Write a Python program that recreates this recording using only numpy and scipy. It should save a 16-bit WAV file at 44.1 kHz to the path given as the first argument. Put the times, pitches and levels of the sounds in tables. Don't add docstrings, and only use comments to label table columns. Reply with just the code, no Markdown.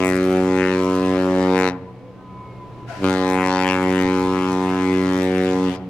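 import sys
import numpy as np
from scipy import signal
from scipy.fft import rfft, irfft, next_fast_len
from scipy.io import wavfile

SR = 44100
rng = np.random.default_rng(int(sys.argv[2]) if len(sys.argv) > 2 else 0)


def dump_mix(stems):
    frames = np.atleast_2d(stems).T
    limited = np.clip(frames, -1, 1)
    pcm = np.round(limited * 32767).astype(np.int16)
    wavfile.write(sys.argv[1], SR, pcm)


N = 259749

# start_s, valve_shut_s, treble_fall_db_per_s, ring_fall_db_per_s, air_off_s
BLASTS = [(-0.4015, 1.684, 562, 118, 1.68), (2.9704, 5.688, 22, 177, 5.76)]
REGISTER_EDGES = [140, 600, 1450, 3000, 6000, 14000]
# time_s, level_db
TREBLE_RIDE = [
    [(0.02, -34), (0.028, -28), (0.17, -32.5), (0.24, -40), (0.386, -37), (0.432, -42), (0.538, -38.5),
     (0.622, -26), (0.768, -34.5), (0.85, -42.5), (1.214, -37), (1.26, -42.5), (1.416, -37), (1.522, -38),
     (1.582, -26), (1.67, -28)],
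    [(3.15, -35), (3.2, -38.5), (3.44, -27.5), (3.53, -34), (3.71, -25), (3.81, -34), (3.99, -30),
     (4.31, -43.5), (4.37, -35), (4.58, -44), (4.73, -36.5), (5.3, -37.5), (5.4, -32.5), (5.62, -48),
     (5.68, -40)],
]
# frequency_hz, correlation
STEREO_LIKENESS = [(30, .6), (100, .95), (250, .995), (500, .97), (1000, .85), (2500, .5), (6000, .15)]

HORN_HZ = 92.71
ATTACK_S, SETTLE_S = 0.073, 0.09
DROP_S, RING_S = 0.037, 0.23


def air_horn():
    # time_s, level_db
    bass = [
        [(0.02, -19.5), (0.386, -17.5), (0.622, -18.5), (0.69, -20.5), (1.512, -17.5), (1.67, -21)],
        [(3.05, -19), (3.17, -21.5), (3.24, -20.5), (3.75, -21.5), (3.9, -18.5), (4.38, -21), (4.78, -21.5),
         (4.9, -18.5), (5.68, -20)],
    ]
    middle = [
        [(0.02, -28), (0.038, -26), (0.208, -33.5), (0.386, -28.5), (0.456, -31), (0.714, -30), (0.764, -32.5),
         (0.87, -28.5), (1.02, -31), (1.67, -25)],
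        [(3.15, -28.5), (3.16, -29.5), (3.52, -22.5), (3.96, -29.5), (4.73, -29), (4.95, -35.5), (5.15, -29.5),
         (5.31, -34.5), (5.57, -33), (5.68, -36.5)],
    ]
    rasp = [
        [(0.02, -44), (0.44, -51), (0.72, -43), (0.86, -48), (1.21, -46.5), (1.28, -52), (1.42, -45),
         (1.49, -46.5), (1.56, -40), (1.6, -43.5), (1.67, -35.5)],
        [(3.06, -41.5), (3.27, -41.5), (3.41, -49.0), (3.51, -37.0), (3.65, -39.5), (3.69, -35.5),
         (3.79, -48.5), (4.0, -42), (4.14, -45), (4.28, -47.5), (4.53, -46.5), (4.63, -50), (5.23, -44.0),
         (5.3, -49.5), (5.47, -45), (5.61, -51), (5.67, -45)],
    ]
    sizzle = [
        [(0.02, -50.5), (0.06, -37.5), (0.13, -48.5), (0.16, -44), (0.2, -53.5), (0.79, -52.5), (1.28, -58.5),
         (1.42, -53), (1.49, -65), (1.6, -45), (1.67, -48.5)],
        [(3.06, -52.5), (3.13, -48.0), (3.2, -58), (3.3, -46.5), (3.41, -53.0), (3.48, -46.5), (3.65, -52.0),
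         (3.69, -45), (3.79, -53.0), (4.0, -50), (4.32, -59), (4.53, -51.5), (4.56, -58), (5.23, -51.5),
         (5.3, -61), (5.47, -52.5), (5.67, -59.5)],
    ]
    blasts = zip(BLASTS, bass, middle, TREBLE_RIDE, rasp, sizzle)
    return gain_of(0.1) * sum(blast(row, rides) for row, *rides in blasts)


def blast(row, rides, size=2048, flare_hz=380, top_hz=10000, flicker_db=3.4):
    start, shut, treble_fall, ring_fall, _ = row
    t = np.arange(start, min(shut + RING_S, N / SR), 1 / SR)
    hz = np.fft.rfftfreq(size, 1 / SR)
    cycles = np.cumsum(horn_pitch(t, start, shut)) / SR
    pulse_s = np.interp(np.arange(cycles[-1]), cycles, t)
    pulse_s = pulse_s[pulse_s >= 0]
    onsets, lead_in = (pulse_s * SR).astype(int), size // 8
    left, right = turbulence(pulse_s, hz)
    db = horn_colour(hz) + swells(pulse_s, hz)
    db = ride_registers(db, (left + right) / 2, pulse_s, hz, rides, size)
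    db += horn_envelope(pulse_s, hz, start, shut, treble_fall, ring_fall)
    db += flicker_db * np.outer(drift(rate_hz=50)[onsets], np.minimum(hz / top_hz, 1) ** 2)
    delay_samples = pulse_s * SR - onsets + lead_in
    spectra = minimum_phase(db) * np.exp(-2j * np.pi * hz / SR * delay_samples[:, None])
    spectra *= np.exp(1j * (np.pi / 2 - 2 * np.arctan(hz / flare_hz)))
    pulses = irfft(np.array([left, right]) * spectra, size)
    train = np.zeros((2, N + 2 * size))
    for k, onset in enumerate(onsets):
        train[:, onset:onset + size] += pulses[:, k]
    return train[:, lead_in:lead_in + N]


def horn_pitch(t, start, shut, sharp_hz=4.2, sag_hz=1.6):
    sharp = sharp_hz * np.exp(-(t - start) / SETTLE_S)
    sag = sag_hz * np.clip((t - shut) / DROP_S + 1, 0, 1)
    return HORN_HZ + sharp - sag


def horn_colour(hz):
    # harmonic_number, relative_db
    partials = [(1, -10.5), (2, -0.6), (3, 4), (4, 1.5), (5, -2), (6, -2.5), (7, -11), (8, -8), (9, -6),
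                (10, -7.5), (11, -5.5), (12, -13.5), (13, -11), (14, -12)]
    # frequency_hz, relative_db
    brass = [(1500, -16), (2000, -15.5), (2500, -19), (2950, -25.5), (5000, -36), (7500, -40), (10500, -50),
             (15500, -60.5)]
    body = [(k * HORN_HZ, db) for k, db in partials]
    return spectrum_at([(20, -58.0), (55, -30.0)] + body + list(brass), hz)


def horn_envelope(pulse_s, hz, start, shut, treble_fall, ring_fall):
    attack_db, late_db, late_hz = 19.5, 54, 803
    surge_db, thump_db = 2.5, 4.5
    drop_db, flutter_s, stop_db_per_s = 21, 0.067, 481
    ring_hz, deep_fall_db_per_s = 310, 60
    age = pulse_s[:, None] - start
    since_shut = np.maximum(pulse_s[:, None] - shut, 0)
    deep = 1 / (1 + (hz / REGISTER_EDGES[0]) ** 10)
    low = 1 / (1 + (hz / ring_hz) ** 20)
    high = hz ** 2 / (hz ** 2 + REGISTER_EDGES[2] ** 2)
    late = hz ** 2 / (hz ** 2 + late_hz ** 2)
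    attack = -(attack_db + late_db * late) * np.maximum(1 - age / ATTACK_S, 0)
    surge = (surge_db + thump_db * deep) * np.exp(-np.maximum(age - ATTACK_S, 0) / SETTLE_S)
    drop = drop_db * (1 - np.exp(-since_shut / DROP_S)) * (1 - high) + treble_fall * since_shut * high
    stop = stop_db_per_s * np.maximum(since_shut - flutter_s, 0)
    ring = (deep * deep_fall_db_per_s + (1 - deep) * ring_fall) * since_shut
    return attack + surge - (1 - low) * (drop + stop) - low * ring


def ride_registers(db, air_path, pulse_s, hz, rides, size):
    edges = np.array(REGISTER_EDGES)
    above = [hz ** 7 / (hz ** 7 + float(edge) ** 7) for edge in edges[1:-1]]
    crossover = -np.diff([np.ones_like(hz), *above, np.zeros_like(hz)], axis=0)
    target_db = np.transpose([np.interp(pulse_s, *np.transpose(ride)) for ride in rides])
    in_register = (hz[:, None] >= edges[:-1]) & (hz[:, None] < edges[1:])
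    for _ in range(5):
        power = abs(gain_of(db) * air_path) ** 2 @ in_register * 2 * HORN_HZ / SR / size
        db = db + (target_db - 10 * np.log10(power)) @ crossover
    return db


def swells(pulse_s, hz):
    # time_s, half_length_s, centre_hz, glide_octaves_per_s, half_width_octaves, gain_db
    patches = [(0.074, 0.17, 2220, -4.5, 0.3, 7), (0.256, 0.22, 994, 0.5, 0.18, -13),
               (0.257, 0.5, 713, 0.5, 0.086, 11.5), (0.3, 0.59, 385, 0, 0.081, 5.5),
               (0.846, 0.45, 798, 0.3, 0.15, -16), (1.327, 0.075, 453, -2.5, 0.068, -25),
               (1.542, 0.22, 476, -0.5, 0.083, 6), (1.62, 0.09, 1300, 0.5, 0.32, 4.5),
               (1.62, 0.09, 3140, 1, 0.23, -13), (3.097, 0.05, 1290, 2, 0.18, 11),
               (3.21, 0.065, 2330, -1, 0.15, -13), (3.45, 0.054, 2300, 0, 0.24, -4),
               (3.57, 0.26, 636, 0, 0.077, -19), (3.69, 0.097, 2970, -3.5, 0.23, 4.5),
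               (4.2, 0.17, 650, -0.1, 0.17, -23.5), (4.393, 0.76, 1090, 0.5, 0.3, 2.5),
               (4.65, 0.41, 528, 0, 0.22, -9.5), (4.898, 0.041, 2260, -1, 0.19, 18),
               (5.095, 0.21, 2000, 0.5, 0.2, 9), (5.185, 0.22, 450, 1, 0.097, 6.5),
               (5.35, 0.33, 763, -1, 0.22, 5), (5.557, 0.05, 634, -1, 0.1, -12)]
    total_db = 0
    for at, length, centre, glide, width, db in patches:
        offset_s = pulse_s[:, None] - at
        octaves = np.log2((hz + 1) / centre) - glide * offset_s
        total_db += db * np.exp(-(offset_s / length) ** 2 - (octaves / width) ** 2)
    return total_db


def turbulence(pulse_s, hz):
    # frequency_hz, left_minus_right_db
    lean = [(90, -1.1), (185, -0.8), (280, -0.3), (550, 0.2), (760, 0.6), (1020, 4), (1400, 6),
            (2000, 10.2), (2600, 9.7), (3400, 13), (4400, 14), (8000, 5.8), (15000, 0)]
    # frequency_hz, left_lead_radians
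    lead = [(90, 0.17), (185, 0.03), (560, 0), (1020, 0.1), (1400, 0.19), (2000, 0.49), (2600, 1.05),
            (3400, 2.1), (4500, 1.3), (8000, 1.95), (11000, 2.3), (15000, 2.1)]
    fade = 0.71 * np.minimum(hz / 1300, 1) ** 2 * air_paths(pulse_s, hz, spread_ms=2.488, rate_hz=7.7)
    flicker = 0.78 * np.minimum(hz / 6000, 1) * air_paths(pulse_s, hz, spread_ms=1.505, rate_hz=30)
    left = 1 + fade + flicker
    shadow = gain_of(-spectrum_at(lean, hz)) * np.exp(-1j * spectrum_at(lead, hz))
    scatter = 0.67 * np.minimum(hz / 3000, 1) ** 2 * air_paths(pulse_s, hz, spread_ms=1.83, rate_hz=9.9)
    return left, shadow * (left + scatter)


def air_paths(pulse_s, hz, spread_ms, rate_hz, count=24):
    lateness = (np.arange(count) + rng.random(count)) / count
    smoothing = np.exp(-(np.fft.rfftfreq(1024, np.mean(np.diff(pulse_s))) / rate_hz) ** 2)
    wander = irfft(rfft(rng.standard_normal((count, 1024))) * smoothing)
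    strength = unit_rms(wander[:, :len(pulse_s)].T * (1 - lateness))
    delays = np.exp(-2j * np.pi * np.outer(lateness * spread_ms / 1000, hz))
    return strength @ delays / np.sqrt(count)


def deck_reflections(horn, scatter_hz=600, steadiness=0.8, pivot_db=-34, max_boost_db=3):
    # frequency_hz, t60_s, level_db
    deck = [(199, 0.076, -19), (497, 0.052, -15), (1020, 0.08, -6.5), (2200, 0.08, -5), (4000, 0.08, -9),
            (12300, 0.07, -11)]
    highs = signal.sosfiltfilt(signal.butter(2, scatter_hz, "high", fs=SR, output="sos"), horn)
    counter_db = np.minimum(steadiness * (pivot_db - curve(np.concatenate(TREBLE_RIDE))), max_boost_db)
    steadied = horn + highs * (gain_of(counter_db) - 1)
    return shifting_echoes(steadied, deck, delay_s=0.003, count=4)


def quay_echoes(horn):
    # frequency_hz, t60_s, level_db
    harbour = [(90, 2.1, -32), (180, 6.1, -14.5), (274, 1.5, -25), (380, 2, -20.5), (464, 0.67, -23),
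               (560, 4.2, -18), (700, 0.76, -15), (1020, 0.36, -13.5), (2500, 0.7, -26), (4500, 0.8, -31),
               (8040, 0.18, -41)]
    # time_s, gain_db
    send = [(4.4, 1), (5.5, 11)]
    return shifting_echoes(horn * gain_of(curve(send)), harbour, delay_s=0.065, count=2)


def shifting_echoes(x, bands, delay_s, count):
    weights = np.array([drift(rate_hz=2.96) for _ in range(count)])
    weights /= np.linalg.norm(weights, axis=0)
    return sum(echoes(x * weight, bands, delay_s) for weight in weights)


def echoes(x, bands, delay_s, size=66000, taps_per_s=3000):
    bands = np.array(bands)
    taps = rng.choice([-1., 1.], (2, size)) * (rng.random((2, size)) < taps_per_s / SR)
    hz, t, spectra = signal.stft(taps, SR, nperseg=512)
    alike = spectrum_at(STEREO_LIKENESS, hz)[:, None]
    spectra[1] = alike * spectra[0] + np.sqrt(1 - alike ** 2) * spectra[1]
    t60_s = spectrum_at(bands[:, [0, 1]], hz)[:, None]
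    level_db = spectrum_at(bands[:, [0, 2]], hz)[:, None]
    decay = gain_of(-60 * t / t60_s)
    decay *= gain_of(level_db) / np.sqrt(np.mean(decay ** 2, 1, keepdims=True))
    tail = signal.istft(spectra * decay, SR, nperseg=512)[1] / np.linalg.norm(taps[0])
    delayed_tail = np.pad(tail, ((0, 0), (round(delay_s * SR), 0)))
    return signal.fftconvolve(x, delayed_tail, axes=1)[:, :N]


def air_valve(start, air_off, lead_s=0.105, rush_rise_s=0.03, rush_fade_s=0.25, hiss_fade_s=0.0048):
    # frequency_hz, density_db
    rush_colour = [(290, -36), (500, -13), (684, -3), (871, -14), (1020, -12), (1130, -25), (1390, -8),
                   (1770, -14), (2230, -17), (2920, -19), (3320, -26.5), (4870, -24.5), (9510, -38),
                   (14000, -47), (15000, -70)]
    hiss_colour = [(290, -50), (600, -14), (1000, -11), (2200, -8.5), (3400, -14.5), (5000, -16.5),
                   (9500, -27), (15000, -39)]
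    likeness = [(500, 0.89), (2000, 0.24), (6000, 0.14)]  # frequency_hz, correlation
    t = np.arange(N) / SR
    age = t - start + lead_s
    burst = np.clip(age / rush_rise_s, 0, 1) * np.exp(-np.maximum(t - start, 0) / rush_fade_s)
    rush = noise(rush_colour, likeness) * gain_of(-37.5) * burst
    flow = np.clip((t - start) / ATTACK_S, 0, 1) * np.exp(-np.maximum(t - air_off, 0) / hiss_fade_s)
    hiss = noise(hiss_colour, likeness) * gain_of(-42) * flow
    squeal_age = np.clip(age, 0, lead_s)
    squeal_hz = 728 - 390 * squeal_age
    squeal = tone(squeal_hz, db=-42, waver_hz=22, flutter_db=2.5)
    squeal += tone(2 * squeal_hz, db=-46, waver_hz=44, flutter_db=2.5)
    squeal *= np.sin(np.pi * squeal_age / lead_s)
    pan_left = gain_of([[2.4], [-2.8]])
    return (rush + hiss + squeal) * pan_left


def tug(firing_hz=121.9):
    # time_s, level_db
    hum_ride = [(0, -49), (1.8, -46), (2.2, -47), (2.6, -45), (2.9, -37), (3.2, -49), (5.89, -47)]
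    # time_s, pitch_hz, level_db
    whine_path = [(1.6, 989, -67), (1.8, 980, -61), (1.84, 1015, -62), (1.885, 990, -41.5),
                  (1.93, 1004, -59.5), (2.17, 1028, -54), (2.27, 1006, -45), (2.44, 1007, -40),
                  (2.546, 1010, -51), (2.626, 1004, -40), (2.76, 996, -49), (2.824, 1000, -41),
                  (2.88, 1006, -52), (2.96, 1000, -39), (3.2, 1000, -70)]
    # start_s, end_s, pitch_hz, glide_hz, level_db
    whistles = [(1.76, 2.2, 2240, -11, -69), (1.918, 2.15, 509, -25, -44.5), (2.13, 2.25, 1540, -15, -60),
                (2.19, 2.68, 2235, -220, -57.5), (2.03, 2.6, 1260, 14, -56), (2.3, 2.5, 1080, -280, -50)]
    hum = tone(firing_hz, curve(hum_ride), waver_hz=2.34, flutter_db=-3.0)
    whine = tone(curve(whine_path), curve(whine_path, column=2), waver_hz=3, flutter_db=0.5)
    return hum + whine + sum(whistle(*row) for row in whistles)


def whistle(start, end, hz, glide_hz, db):
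    progress = np.clip((np.arange(N) / SR - start) / (end - start), 0, 1)
    swell = np.sin(np.pi * progress ** 1.55)
    return swell * tone(hz + glide_hz * progress ** 3.6, db, waver_hz=3.0, flutter_db=1.5)


def water_wash():
    # frequency_hz, density_db
    colour = [(25, -22), (60, -6.5), (105, -4.5), (150, -7), (250, -8), (400, -8.5), (490, -10), (570, -14),
              (800, -15.5), (1100, -19.5), (1500, -27.5), (2500, -29), (4000, -36.5), (8000, -48.5),
              (15000, -57)]
    # time_s, level_db
    ride = [(0, -39.5), (1.8, -44), (2.05, -44), (2.3, -43), (2.8, -40), (3.1, -44), (5.89, -41.5)]
    return noise(colour, STEREO_LIKENESS) * gain_of(curve(ride) + 0.17 * drift(rate_hz=4.8))


def wind(breeze_db=-53, buffet_db=2.6):
    # frequency_hz, density_db
    colour = [(20, -23), (50, -21), (110, -17), (200, -20), (400, -23), (1000, -74), (4000, -101)]
    # time_s, half_length_s, level_db
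    gusts = [(3.648, 1, -50.5), (4.266, 0.19, -41)]
    t = np.arange(N) / SR
    gusting = sum(gain_of(db) * np.exp(-((t - at) / width) ** 2) for at, width, db in gusts)
    rumble = noise(colour, likeness=[(30, 0.46), (120, 0.067)])
    return rumble * (gain_of(breeze_db) + gusting) * gain_of(buffet_db * drift(rate_hz=28))


def tone(hz, db, waver_hz, flutter_db):
    cycles = np.cumsum(hz + waver_hz * drift(rate_hz=28.4)) / SR
    return np.sqrt(2) * gain_of(db + flutter_db * drift(rate_hz=13)) * np.sin(2 * np.pi * cycles)


def noise(colour, likeness):
    size = next_fast_len(N, True)
    hz = np.fft.rfftfreq(size, 1 / SR)
    left, unrelated = rfft(rng.standard_normal((2, size)))
    alike = np.clip(spectrum_at(likeness, hz), -1, 1)
    right = alike * left + np.sqrt(1 - alike ** 2) * unrelated
    return unit_rms(irfft(np.array([left, right]) * gain_of(spectrum_at(colour, hz)), size)[:, :N])


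def drift(rate_hz):
    size = next_fast_len(N, True)
    smoothing = np.exp(-(np.fft.rfftfreq(size, 1 / SR) / rate_hz) ** 2)
    return unit_rms(irfft(rfft(rng.standard_normal(size)) * smoothing, size)[:N])


def minimum_phase(db):
    nepers = np.maximum(db, -130) * np.log(10) / 20
    mirrored = np.concatenate([nepers, nepers[:, -2:0:-1]], 1)
    return np.exp(np.conj(signal.hilbert(mirrored, axis=1))[:, :db.shape[1]])


def spectrum_at(points, hz):
    point_hz, value = np.transpose(points)
    return np.interp(np.log(hz + 1), np.log(point_hz + 1), value)


def curve(rows, column=1):
    rows = np.asarray(rows)
    return np.interp(np.arange(N) / SR, rows[:, 0], rows[:, column])


def gain_of(db):
    return 10 ** (np.asarray(db) / 20)


def unit_rms(x):
    return x / np.sqrt(np.mean(x ** 2) + 1e-20)


def scene():
    horn = air_horn()
    reflections = deck_reflections(horn) + quay_echoes(horn)
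    air = sum(air_valve(start, air_off) for start, *_, air_off in BLASTS)
    return horn + reflections + air + water_wash() + tug() + wind()


def record(dry):
    cutoff_hz = 15780
    low_pass = signal.firwin(511, cutoff_hz, window=("kaiser", 9), fs=SR)
    return signal.oaconvolve(dry, low_pass[None], "same")


dry = scene()
out = record(dry)
dump_mix(out)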